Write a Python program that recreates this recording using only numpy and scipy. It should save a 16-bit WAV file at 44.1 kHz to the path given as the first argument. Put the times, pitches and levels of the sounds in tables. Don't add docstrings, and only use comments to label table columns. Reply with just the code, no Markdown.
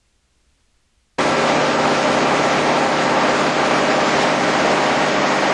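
import sys
import numpy as np
from scipy import signal
from scipy.fft import rfft, irfft
from scipy.io import wavfile
from scipy.ndimage import uniform_filter1d

SR = 44100
rng = np.random.default_rng(int(sys.argv[2]) if len(sys.argv) > 2 else 0)


def to_wav(s):
    ch = np.atleast_2d(s).T
    pcm = np.round(np.clip(ch, -1, 1) * 32767)
    wavfile.write(sys.argv[1], SR, pcm.astype(np.int16))


def boost(x):
    u = np.asarray(x, float) / 20
    return 10 ** u


N = 243873
T = np.arange(N) / SR
COARSE = T[::256]

# time_s, rate_cycles_per_s
ENGINE_SPEED = [
    (1.2, 16.664),
    (2.2, 16.7),
    (3.2, 16.728),
    (4.4, 16.788),
    (5.0, 16.808),
    (5.53, 16.821),
]
# multiple_of_cycle, level_aimed_low_db, level_aimed_high_db
ENGINE_ORDERS = [(5, -52.0, -55.0), (6, -53.0, -70.0), (7, -54.0, -56.0), (8, -47.0, -50.0),
                 (9, -35.0, -36.0), (11, -40.0, -47.0), (12, -43.0, -34.0), (13, -44.0, -50.0),
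                 (14, -31.0, -36.0), (15, -37.0, -35.0), (16, -35.0, -37.0), (18, -31.0, -31.0),
                 (20, -40.0, -42.0), (21, -37.0, -45.0), (22, -37.0, -55.0), (24, -30.0, -33.0),
                 (26, -45.0, -41.0), (28, -39.0, -51.0), (30, -37.0, -38.0), (31, -35.0, -39.0),
                 (32, -28.0, -34.0), (35, -36.0, -54.0), (37, -51.0, -33.0), (38, -45.0, -37.0),
                 (42, -51.0, -38.0), (48, -35.0, -33.0)]
# multiple_of_cycle, level_aimed_low_db, level_aimed_high_db
DRIVEN_ORDERS = [(4.35, -57.0, -57.0), (36.15, -30.0, -30.0), (54, -47.0, -36.0), (55, -37.0, -46.0),
                 (56, -55.0, -40.0), (64, -44.0, -44.0), (66, -42.0, -39.0), (68, -56.0, -38.0),
                 (70, -34.0, -52.0), (71, -42.0, -46.0), (72, -44.0, -44.0), (75, -46.0, -41.0),
                 (80, -32.0, -41.0), (82, -40.0, -58.0), (83, -44.0, -54.0), (85, -59.0, -41.0),
                 (90, -51.0, -43.0), (93, -50.0, -41.0), (97, -43.0, -47.0), (104, -50.0, -44.0),
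                 (111, -53.0, -35.0), (117, -58.0, -41.0), (120, -41.0, -40.0), (121, -52.0, -43.0),
                 (129, -54.0, -44.0), (130, -60.0, -42.0), (134, -56.0, -45.0)]


def rig():
    # time_s, half_length_s, roar_db, air_db
    lurches = [(1.19, .015, 3, 0.3), (1.373, 0.0086, -4, 1.5), (1.51, 0.13, 0.8, 1), (2.453, .15, 0.4, 0.6),
               (2.893, .06, -2, -1.3), (3.536, 0.021, -5, -1), (3.91, 0.023, 2, 3.5),
               (3.944, 0.029, -0.5, -2), (4.197, .08, 0.6, 1.5), (4.375, 0.018, -1.5, -1.8),
               (4.735, 0.06, 0.2, .8), (5.412, 0.064, -1, -1)]
    turns = cycles()
    roar_db, air_db = (np.interp(T, COARSE, db) for db in bumps(COARSE, lurches))
    drone = tones(ENGINE_ORDERS, turns, waver_db=1.0)
    drone += tones(DRIVEN_ORDERS, turns, waver_db=1.5)
    drone += whine(turns)
    machine = boost(0.29) * drone + roar(turns)
    return boost(roar_db) * machine + boost(air_db) * air(turns)


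def cycles():
    return np.cumsum(np.interp(T, *np.transpose(ENGINE_SPEED))) / SR


def tones(rows, turns, waver_db):
    drift_turns = 0.08
    out, up = np.zeros(N), raised(COARSE)
    for multiple, low_db, high_db in rows:
        power = (1 - up) * boost(2 * low_db) + up * boost(2 * high_db)
        level = np.sqrt(power) * boost(waver_db * wander(6.0))
        slide = np.interp(T, COARSE, rng.random() + drift_turns * wander(0.99))
        out += np.sqrt(2) * np.interp(T, COARSE, level) * np.sin(2 * np.pi * (multiple * turns + slide))
    return out


def roar(turns):
    # frequency_hz, density_db_per_hz
    roar_colour = [(12, -55), (20, -33), (54, -27), (96, -16), (135, -14), (188, -8), (242, -2.5),
                   (455, -0.5), (516, -1.5), (610, 2.5), (1050, -3), (1350, -6.5), (3000, -16.5),
                   (3900, -38), (6600, -120)]
    flow = noise(roar_colour, patchy_db=1.14, flicker_db=0.28)
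    flow = flow * throb(turns, cycle_depth=0.065, firing_depth=0.083)
    mixed = boost(-2.5) * flow + boost(-13.0) * clatter(turns)
    rumble_band = signal.butter(2, (70, 130), "band", fs=SR, output="sos")
    bass = signal.sosfiltfilt(rumble_band, mixed)
    up = raised(T)
    return (mixed - 0.5 * up ** 2 * bass) * boost(-17 + 0.5 * up)


def clatter(turns, count=2048):
    # frequency_hz, density_db_per_hz
    knock_early = [(60, -36.5), (250, -7.5), (600, 1.5), (1200, -5.5), (2000, -12), (3000, -27.5),
                   (5000, -54)]
    # frequency_hz, density_db_per_hz
    knock_late = [(60, -38), (250, -1.5), (600, 0.5), (1200, -4.5), (2000, -7), (3000, -20), (5000, -62)]
    hz = np.arange(count // 2 + 1) * ENGINE_SPEED[1][1]
    colour = boost(np.array([read(knock_early, hz), read(knock_late, hz)]))
    colour[:, [round(row[0]) for row in ENGINE_ORDERS + DRIVEN_ORDERS]] = 0
    shapes = evened(irfft(colour * np.exp(2j * np.pi * rng.random(colour.shape))))
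    early, late = (np.interp(turns % 1 * count, np.arange(count), s, period=count) for s in shapes)
    angle = np.pi / 2 * raised(T)
    return np.cos(angle) * early + np.sin(angle) * late


def air(turns):
    # frequency_hz, density_db_per_hz
    air_colour = [(700, -33), (1200, -5), (2030, -6), (3800, -10), (5000, -12.5), (6700, -18.5),
                  (7250, -20.5), (8500, -23), (9300, -27), (9650, -27), (9800, -26), (10500, -24)]
    hiss = noise(air_colour, patchy_db=0.5, flicker_db=0.84)
    hiss = hiss * throb(turns, cycle_depth=0.04, firing_depth=0.03)
    return boost(-26 + 0.63 * raised(T)) * hiss


def whine(turns):
    # time_s, half_length_s, rise_db
    whine_beams = [
        (1.3, .4, 3.5),
        (4.2, .6, 7.5),
    ]
    level = boost(-53 + bumps(COARSE, whine_beams)[0] + 1.5 * wander(3))
    return np.sqrt(2) * np.interp(T, COARSE, level) * np.sin(2 * np.pi * 288.06 * turns)


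def throb(turns, cycle_depth, firing_depth):
    cycle = np.cos(2 * np.pi * turns)
    firing = np.cos(2 * np.pi * 6 * turns)
    return 1 + cycle_depth * cycle + firing_depth * firing


def noise(points, patchy_db, flicker_db):
    # frequency_hz, width_hz, gain_db
    panels = [(510, 47, 0), (801, 60, 4.5), (947, 27, 2), (1200, 60, 3.5), (1608, 70, 4), (2363, 230, 2.5),
              (6730, 710, 3.5)]
    frames, hz = N // 256 + 5, np.fft.rfftfreq(1024, 1 / SR)
    a, b, patches = rng.standard_normal((frames, 513, 3)).T
    patches = uniform_filter1d(patches, size=14, axis=0)
    patches = evened(uniform_filter1d(patches, size=14, axis=1))
    flicker = evened(uniform_filter1d(rng.standard_normal(frames), size=5))
    rings_db = sum(db / (1 + (2 * (hz - f) / width) ** 2) for f, width, db in panels)
    colour_db = read(points, hz) + rings_db
    z = (a + 1j * b) * boost(colour_db[:, None] + patchy_db * patches + flicker_db * flicker)
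    return evened(signal.istft(z, nperseg=1024, noverlap=768)[1][:N])


def idle():
    # frequency_hz, density_db_per_hz
    idle_colour = [(5.9, -27), (10, -5), (65, -9), (87, -15), (194, -22), (218, -20), (245, -22),
                   (317, -24.5), (775, -30), (2750, -29.5), (7550, -33), (9780, -36.5), (12700, -54),
                   (21500, -120)]
    hz = np.fft.rfftfreq(N, 1 / SR)
    hiss = evened(irfft(rfft(rng.standard_normal(N)) * boost(read(idle_colour, hz)), N))
    hum_db = -73 + 2.5 * np.interp(T, COARSE, wander(6.3))
    hum = boost(hum_db) * np.sqrt(2) * np.sin(2 * np.pi * 60 * T)
    hiss_db = -62.5 + 0.35 * np.interp(T, COARSE, wander(5.0))
    return boost(hiss_db) * hiss + hum


def raised(s):
    start_s, end_s = 1.6, 5.1
    return np.clip((s - start_s) / (end_s - start_s), 0, 1)


def bumps(s, rows):
    at, half, *heights = np.transpose(rows)
    return np.array(heights) @ np.exp(-((s - at[:, None]) / half[:, None]) ** 2)


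def wander(top_hz, count=24):
    hz = np.geomspace(top_hz / 8, top_hz, count)
    return evened(np.sin(2 * np.pi * (np.outer(COARSE, hz) + rng.random(count))).sum(1))


def read(points, hz):
    f, value = np.transpose(points)
    return np.interp(np.log(hz + 1), np.log(f + 1), value)


def evened(x):
    return x / np.sqrt(np.mean(x ** 2) + 1e-20)


def scene():
    return rig()[None]


def overload(x):
    soft = 0.72 * np.tanh(x / 0.72)
    lean = soft ** 2 - uniform_filter1d(soft ** 2, size=400)
    return soft - 0.11 * lean


def coarse_rounding(x, follow, stingy_db):
    # frequency_hz, step_db
    step_points = [(90, -21), (100, -14.5), (205, -14.5), (220, -10.5), (1600, -10.5), (2400, -13),
                   (4100, -18), (5500, -18.5), (7000, -20.5), (8500, -23.3), (9600, -23.6), (9800, -27.2)]
    # time_s, half_length_s, step_change_db
    spending = [(1.19, .09, -6), (2.15, .05, -2.3), (2.7, .05, -1.5), (2.85, .05, -1.5), (3.35, .04, -1.2),
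                (3.68, .05, -1.9), (4.3, .04, -1.5), (4.5, .04, -1.5), (4.8, .05, -1.2), (5.3, .06, -1.2)]
    hop, first, bins = 2048, 256, np.arange(925)
    n = np.arange(2 * hop) + 0.5
    window = np.sin(np.pi * n / (2 * hop))
    basis = window * np.cos(np.pi / hop * np.outer(bins + 0.5, n + hop / 2)) * np.sqrt(2 / hop)
    lead = 2 * hop - first
    padded = np.pad(x, (lead, 3 * hop), "reflect")
    at = np.arange(0, len(padded) - 2 * hop, hop)[:, None] + np.arange(2 * hop)
    terms = padded[at] @ basis.T
    treble = np.sqrt(np.mean(terms[:, len(bins) // 3:] ** 2, 1, keepdims=True))
    s = (at[:, hop] - lead) / SR
    thrift_db = bumps(s, spending)[0] + (s / T[-1] - 0.5)
    chance = boost(thrift_db[:, None] + stingy_db * rng.standard_normal(treble.shape))
    step = boost(read(step_points, bins * SR / (2 * hop))) * (treble / np.median(treble)) ** follow * chance
    kept = np.round(terms / step) * step
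    return np.bincount(at.ravel(), (kept @ basis).ravel(), len(padded))[lead:][:N]


def top_cut(x):
    return signal.sosfilt(signal.butter(12, 11900, fs=SR, output="sos"), x)


def record(dry):
    rounded = coarse_rounding(overload(dry[0]), follow=0.85, stingy_db=0.3)
    cut_in_s, slope_s = 1.1848, 0.0009
    gate = 1 / (1 + np.exp(-np.clip((T - cut_in_s) / slope_s, -40, 40)))
    mix = gate * rounded + (1 - gate) * idle()
    return top_cut(mix[None])


dry = scene()
out = record(dry)
to_wav(out)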